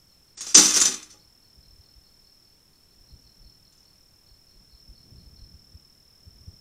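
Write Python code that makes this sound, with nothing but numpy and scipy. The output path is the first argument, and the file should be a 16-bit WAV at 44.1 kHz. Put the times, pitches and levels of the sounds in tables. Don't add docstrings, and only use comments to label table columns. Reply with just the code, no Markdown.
import sys
import numpy as np
from scipy import signal
from scipy.fft import rfft, irfft
from scipy.io import wavfile
from scipy.ndimage import uniform_filter1d

SR = 44100
rng = np.random.default_rng(int(sys.argv[2]) if len(sys.argv) > 2 else 0)


def undo_db(level):
    steps = np.asarray(level, float) / 20
    return 10 ** steps


def file_out(sig):
    cols = np.atleast_2d(sig).T
    lim = np.clip(cols, -1, 1)
    pcm = np.round(lim * 32767).astype(np.int16)
    wavfile.write(sys.argv[1], SR, pcm)


N = 291412

# pitch_hz, level_db (per Hz)
HISS_COLOUR = [(20, 5.5), (170, -3), (270, -8.5), (350, -8.5), (520, -12.5), (650, -14.5), (2100, -19.5),
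               (4700, -19.5), (6000, -19), (13900, -21.5), (15600, -23)]
NIGHT_DB = -71.5

# start_s (middle of the eddy), level_db (peak), pitch_hz
PUFFS = [(1.589, -48, 57), (1.693, -49, 43), (1.733, -50, 53.6), (1.798, -45.5, 75), (1.976, -45, 50.2),
         (3.011, -51, 34.3), (3.137, -41.5, 62), (3.262, -51.5, 53), (3.421, -47, 38.6), (3.465, -45.5, 48),
         (4.325, -49, 50), (4.581, -50.5, 33.9), (4.744, -47, 53.7), (4.906, -39.5, 48.2), (5.124, -44, 95),
         (5.149, -46.5, 66), (5.179, -46, 59), (5.276, -42, 52.4), (5.332, -44.5, 71), (5.388, -46.5, 59),
         (5.432, -40, 43), (5.465, -48.5, 90), (5.552, -42.5, 71), (5.756, -38.5, 78.3), (6.279, -38.5, 80),
         (6.329, -60, 66), (6.363, -52, 49.7), (6.415, -45.5, 77), (6.485, -33.5, 83.5), (6.536, -47.5, 98)]
PUFF_HALF_WIDTH_CYCLES = 0.58
CALM_DB = -77
GUST_DB, GUST_REACH_S = -22.5, 0.076

# start_s, span_s (first to last pulse), level_db (last pulse)
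CHIRPS = [(.0897, .024, -57), (.2798, 0.00079, -57), (1.1892, 0.019, -52.5), (1.4202, .023, -55),
          (1.6277, 0.023, -53), (1.814, 0.045, -52.5), (2.032, 0.037, -53.5), (2.2293, 0.038, -54),
          (2.427, .0435, -56.5), (2.7292, 0.023, -58.5), (2.8858, 0.037, -58.5), (3.0572, 0.046, -53),
          (3.2283, 0.042, -52), (3.419, 0.043, -50.5), (3.4865, 0.0011, -58.5), (3.648, 0.018, -53.5),
          (3.8327, .044, -54), (4.2694, 0.023, -53), (4.4808, .027, -55), (4.6900, 0.041, -51.5),
          (4.9382, 0.036, -51), (5.1542, 0.044, -51.5), (5.3672, .0225, -50.5)]
PULSE_GAP_S, PULSE_SWELL_DB = 0.023, 2.5
CHIRP_HZ, PULSE_RISE_HZ, PULSE_SCATTER_HZ = 4433, 25, 70.7

# time_s, level_db
TRILL_LEVEL = [(0, -61.5), (.3, -62.5), (1.3, -60), (1.77, -59), (2.44, -60), (2.72, -63.5), (3.11, -59),
               (3.5, -59.5), (4.2, -62), (4.9, -57.5), (5.48, -57.5), (6.13, -59.5), (6.45, -57),
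               (6.6, -56)]
TRILL_RATE_HZ, TRILL_START_S, TRILL_SHARE = 39.132, 0.0165, 0.72

# start_s, level_db (rattle), fade_db_per_s
JOLTS = [(.368, -47, 59.5), (0.407, -34, 283), (0.461, -38, 79), (0.5423, -11.5, 250), (.570, -14.5, 124),
         (.645, -24.5, 65), (.735, -24.5, 80), (0.759, -17.5, 317), (0.811, -18.5, 338),
         (0.849, -23.5, 191), (.938, -43.5, 253), (1.021, -44.5, 473.5), (1.1, -51, 228),
         (3.721, -58, 550.5), (3.767, -68, 111)]
JOLT_RISE_S = 0.004
SETTLING_DB_S2 = 100
# level_db, share of the fade; a smaller share goes on shaking longer
PANELS, THICK, MIDDLE, THIN = (1.9, 0.64), (-0.59, 0.75), (0, 1.25), (5.5, 0.85)

# pitch_hz, width_hz, level_db
WIRES = [(1221, 145, -15.5), (1923, 23, -31), (2501, 110, -17), (2880, 240, -12.5), (3496, 21, -13.5),
         (3567, 80, -8), (4160, 40, -29), (4600, 14, -26), (4840, 44, -0.5), (5570, 79, 3), (5905, 37, 0.5),
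         (6130, 17, -6), (6220, 45, 5), (6830, 15, -20.5), (7115, 110, 3), (7100, 23, -3), (8430, 160, -2),
         (9100, 30, -19), (9320, 63, -12.5), (9840, 63, -36), (10540, 170, -25), (11880, 110, -25)]
# pitch_hz, level_db (per Hz)
MESH_COLOUR = [(88, -45), (150, -12), (308, -5), (428, -12.5), (481, -9.5), (595, -30), (1240, -14.5),
               (1980, -16.5), (2410, -17.5), (4390, -6.5), (5870, -3.5), (7270, -8), (7860, -7.5),
               (8660, -14.5), (15500, -46)]
KNOCKS_PER_S, KNOCK_SPREAD_DB = 2600, 2.6
UNEVEN_DB = 2

# start_s, level_db (peak), pitch_hz (loudest ring)
BLOWS = [(0.375, -30.5, 5540), (0.407, -21, 6620), (0.4224, -33.5, 6830), (0.4678, -26.5, 5720),
         (0.491, -24.5, 5800), (0.5458, -20.5, 6150), (0.5524, 0.5, 6000), (0.5667, -8.5, 6250),
         (0.5781, 0.5, 5857), (0.5907, -6.5, 5786), (0.6206, -11.5, 5740), (0.6466, -8, 5860),
         (0.7416, -10.5, 5710), (0.7626, -11.5, 6130), (0.8011, -7, 6700), (0.813, -6.5, 7200),
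         (0.855, -6, 6030), (0.8896, -28, 5800), (0.9402, -20.5, 6130), (1.0277, -32.5, 6110),
         (1.1038, -37.5, 5920)]

# start_s, level_db, place_hz (pitch favoured there), freedom to ring (factor on t60)
THUDS = [(.376, -44, 840, 0.15), (0.465, -38.5, 1197, 0.33), (0.553, -25, 417, 0.9),
         (0.565, -21.5, 300, 0.86), (.578, -16.5, 195, 0.3), (.586, -23, 841.3, .7),
         (0.599, -21.5, 373, 0.52), (.65, -29.5, 261, 0.61), (0.762, -31.5, 510, 0.67),
         (0.852, -28.5, 520, 0.17), (.862, -35, 813, 1), (0.883, -43, 189, 0.8), (.87, -35.5, 303, 1.15),
         (1.139, -49.5, 1250, 0.94)]
# pitch_hz, level_db, t60_s
FRAME_MODES = [(192, 1, .28), (255, -3, .2), (308, -5, .55), (380, -1, .28), (479, -4, .18), (544, -5, .2),
               (657, -14, .15), (786, -14, .25), (836, -11, .4), (1163, -14, .25), (1230, -14, .2)]

# start_s, end_s
DULL_MOMENTS = [
    (.351, .408),
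    (.539, .569),
]
DULL_HZ, TOP_HZ = 8700, 15550


def unit(x):
    return x / np.sqrt(np.mean(x ** 2))


def band(x, lo_hz, hi_hz, order=2):
    return signal.sosfilt(signal.butter(order, [lo_hz, hi_hz], "band", fs=SR, output="sos"), x)


def low_pass(hz, stop_db):
    return signal.ellip(8, 0.1, stop_db, hz, fs=SR, output="sos")


def curve(rows):
    time_s, level_db = np.array(rows).T
    return np.interp(np.arange(N) / SR, time_s, level_db)


def shade(points, hz):
    pitch_hz, level_db = np.array(points).T
    return np.interp(np.log(hz), np.log(pitch_hz), level_db)


def decay(t, t60):
    return np.exp(-np.log(1000) * t / t60)


def walk(rate_hz):
    hold = int(SR / rate_hz)
    steps = np.repeat(rng.standard_normal(N // hold + 1), hold)
    return unit(uniform_filter1d(uniform_filter1d(steps, hold), hold)[:N])


def leaves(x, t60, wet_db):
    t = np.arange(SR // 3) / SR
    tail = rng.standard_normal(len(t)) * decay(t, t60) * np.minimum(t / 0.0079, 1)
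    tail /= np.sqrt(np.sum(tail ** 2))
    return x + undo_db(wet_db) * signal.fftconvolve(x, tail)[:N]


def hiss():
    hz = np.maximum(np.arange(N // 2 + 1) * SR / N, 1)
    noise = irfft(rfft(rng.standard_normal(N)) * undo_db(shade(HISS_COLOUR, hz)), N)
    return noise / np.std(band(noise, 600, 3800, order=4)) * undo_db(NIGHT_DB)


def air():
    clock = np.arange(N) / SR
    breeze = np.full(N, undo_db(CALM_DB))
    for start_s, db, _ in PUFFS:
        breeze += undo_db(db + GUST_DB) * np.exp(-np.abs(clock - start_s) / GUST_REACH_S)
    rumble = unit(band(rng.standard_normal(N), 22, 170)) * breeze * undo_db(2.5 * walk(9.6))
    out = np.pad(rumble, (0, SR))
    t = np.arange(-SR // 8, SR // 8) / SR
    for start_s, db, hz in PUFFS:
        swell = np.exp(-0.5 * (t * hz / PUFF_HALF_WIDTH_CYCLES) ** 2)
        lopsided = 0.37 * np.sin(2 * np.pi * (hz * t + rng.random()))
        swing = np.sin(2 * np.pi * (hz * t + rng.random()) + lopsided)
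        out[int(start_s * SR) - SR // 8:][:len(t)] += undo_db(db) * swell * swing
    return out[:N]


def stroke(share, top_hz, fall_hz, soft=0.6):
    share = np.clip(share, 0, 1)
    hz = top_hz - fall_hz * share ** 2.2
    return np.sin(np.pi * share) ** soft * np.sin(2 * np.pi * np.cumsum(hz) / SR)


def chirps():
    out = np.zeros(N)
    share = np.linspace(0, 1, int(0.0095 * SR))
    scatter = rng.standard_normal((len(CHIRPS), 4))
    for (start_s, span_s, db), chance in zip(CHIRPS, scatter):
        gaps = round(span_s / PULSE_GAP_S)
        for k in range(gaps + 1):
            to_go = gaps - k
            hz = CHIRP_HZ - PULSE_RISE_HZ * to_go + PULSE_SCATTER_HZ * chance[k]
            pulse = undo_db(db - 5 - PULSE_SWELL_DB * to_go ** 2) * stroke(share, hz, 400)
            pulse_s = start_s + span_s * k / max(gaps, 1)
            out[int(pulse_s * SR):][:len(share)] += pulse
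    return leaves(out, 0.45, -0.5)


def trill():
    t = np.arange(N) / SR
    share = (t - TRILL_START_S) * TRILL_RATE_HZ % 1 / TRILL_SHARE
    first = stroke(share, 5425 + 14 * walk(60), 400, 1.2) * undo_db(1.5 * walk(150))
    neighbour_share = (t * 39.6 + 0.55) % 1 / 0.55
    neighbour = stroke(neighbour_share, 5700, 260, 1.2) * undo_db(-12 + 2.5 * walk(25))
    return unit(leaves(first + neighbour, 0.15, -5)) * undo_db(curve(TRILL_LEVEL))


def frame():
    out, t = np.zeros(N), np.arange(SR) / SR
    hz, mode_db, t60 = np.array(FRAME_MODES).T[:, :, None]
    for start_s, db, place_hz, freedom in THUDS:
        distance = np.abs(np.log(hz / place_hz)) / 0.98
        gain = undo_db(db + mode_db - 10 * np.minimum(distance, 1.5))
        modes = np.sin(2 * np.pi * (hz * t + rng.random(hz.shape))) * decay(t, t60 * freedom)
        out[int(start_s * SR):][:SR] += np.sum(gain * modes, axis=0) * np.minimum(t / 0.00521, 1)
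    return band(out, 140, 1823)


def blows():
    out, t = np.zeros(N + SR), np.arange(SR // 4) / SR
    for start_s, db, hz in BLOWS:
        near_hz = np.clip(hz * np.exp(0.2 * rng.standard_normal((14, 1))), 3000, 10500)
        neighbours = np.sin(2 * np.pi * (near_hz * t + rng.random((14, 1))))
        neighbours = np.sum(neighbours, axis=0) / np.sqrt(14)
        crack = band(rng.standard_normal(len(t)), 1330, 9000) * np.exp(-t / 0.0083)
        wires = (np.sin(2 * np.pi * hz * t) + undo_db(-3) * neighbours) * decay(t, 0.11)
        hit = (wires + undo_db(-6) * crack) * np.minimum(t / 0.00068, 1)
        out[int(start_s * SR):][:len(t)] += undo_db(db - 8) * hit
    return out[:N]


def shaking(t, part):
    part_db, fade_share = part
    start_s, db, fade_db = np.array(JOLTS).T[:, :, None]
    since = np.maximum(t - start_s, 0)
    level_db = db + part_db - fade_share * fade_db * since - SETTLING_DB_S2 * since ** 2
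    power = undo_db(2 * level_db) * np.minimum(since / JOLT_RISE_S, 1) ** 2
    return 10 * np.log10(np.sum(power, axis=0) + 1e-12)


def ring(x, hz, t60):
    pole = np.exp((2j * np.pi * hz - np.log(1000) / t60) / SR)
    return signal.lfilter([1], [1, -pole], x).imag


def mesh_rings():
    weak_hz = np.concatenate([np.geomspace(160, 3000, 70), np.linspace(3000, 15400, 130)])
    rings = []
    for hz in weak_hz * (1 + 0.01 * rng.standard_normal(200)):
        crowding_db = 10 * np.log10(min(hz / 3000, 1))
        db = shade(MESH_COLOUR, hz) - 6.5 + crowding_db + UNEVEN_DB * rng.standard_normal()
        rings.append((hz, db, 0.044))
    for hz, width_hz, db in WIRES:
        rings.append((hz, db, 0.89 * np.log(1000) / np.pi / width_hz))
    return rings


def rattle(start_s, length_s):
    start, span = int(start_s * SR), int(length_s * SR)
    knocks = np.flatnonzero(rng.random(span) < KNOCKS_PER_S / SR)
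    knock_s = (start + knocks) / SR
    panels_db, thick_db, middle_db, thin_db = (shaking(knock_s, p) for p in (PANELS, THICK, MIDDLE, THIN))
    size = undo_db(KNOCK_SPREAD_DB * rng.exponential(size=len(knocks)))
    out = np.zeros(N)
    for hz, ring_db, t60 in mesh_rings():
        if hz < 2700:
            part_db = panels_db - 6 * (hz < 520)
        elif hz < 4400:
            part_db = thick_db
        else:
            thinness = np.clip((hz - 8700) / 1200, 0, 1)
            part_db = middle_db + (thin_db - middle_db) * thinness
        push = np.zeros(span + SR // 3)
        push[knocks] = size * undo_db(part_db) * rng.standard_normal(len(knocks))
        out[start:][:len(push)] += undo_db(ring_db) / np.sqrt(t60) * ring(push, hz, t60)
    return out * undo_db(-30.5)


def scene():
    mesh = rattle(0.36, 0.94) + rattle(3.7, 0.16)
    cage = leaves(mesh + blows() + frame(), 0.22, -12)
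    return (hiss() + air() + chirps() + trill() + cage)[None]


def top_cut(x):
    return signal.sosfilt(signal.butter(12, 15720, fs=SR, output="sos"), x)


def record(dry):
    x = np.tanh(1.2 * dry) / 1.2
    x = signal.sosfilt(low_pass(TOP_HZ, 70), x)
    dull = signal.sosfiltfilt(low_pass(DULL_HZ, 55), x)
    t = np.arange(N) / SR
    dullness = np.zeros(N)
    for start_s, end_s in DULL_MOMENTS:
        dullness += (t > start_s) & (t < end_s)
    dullness = uniform_filter1d(dullness, 130)
    return top_cut(x + dullness * (dull - x))


dry = scene()
out = record(dry)
file_out(out)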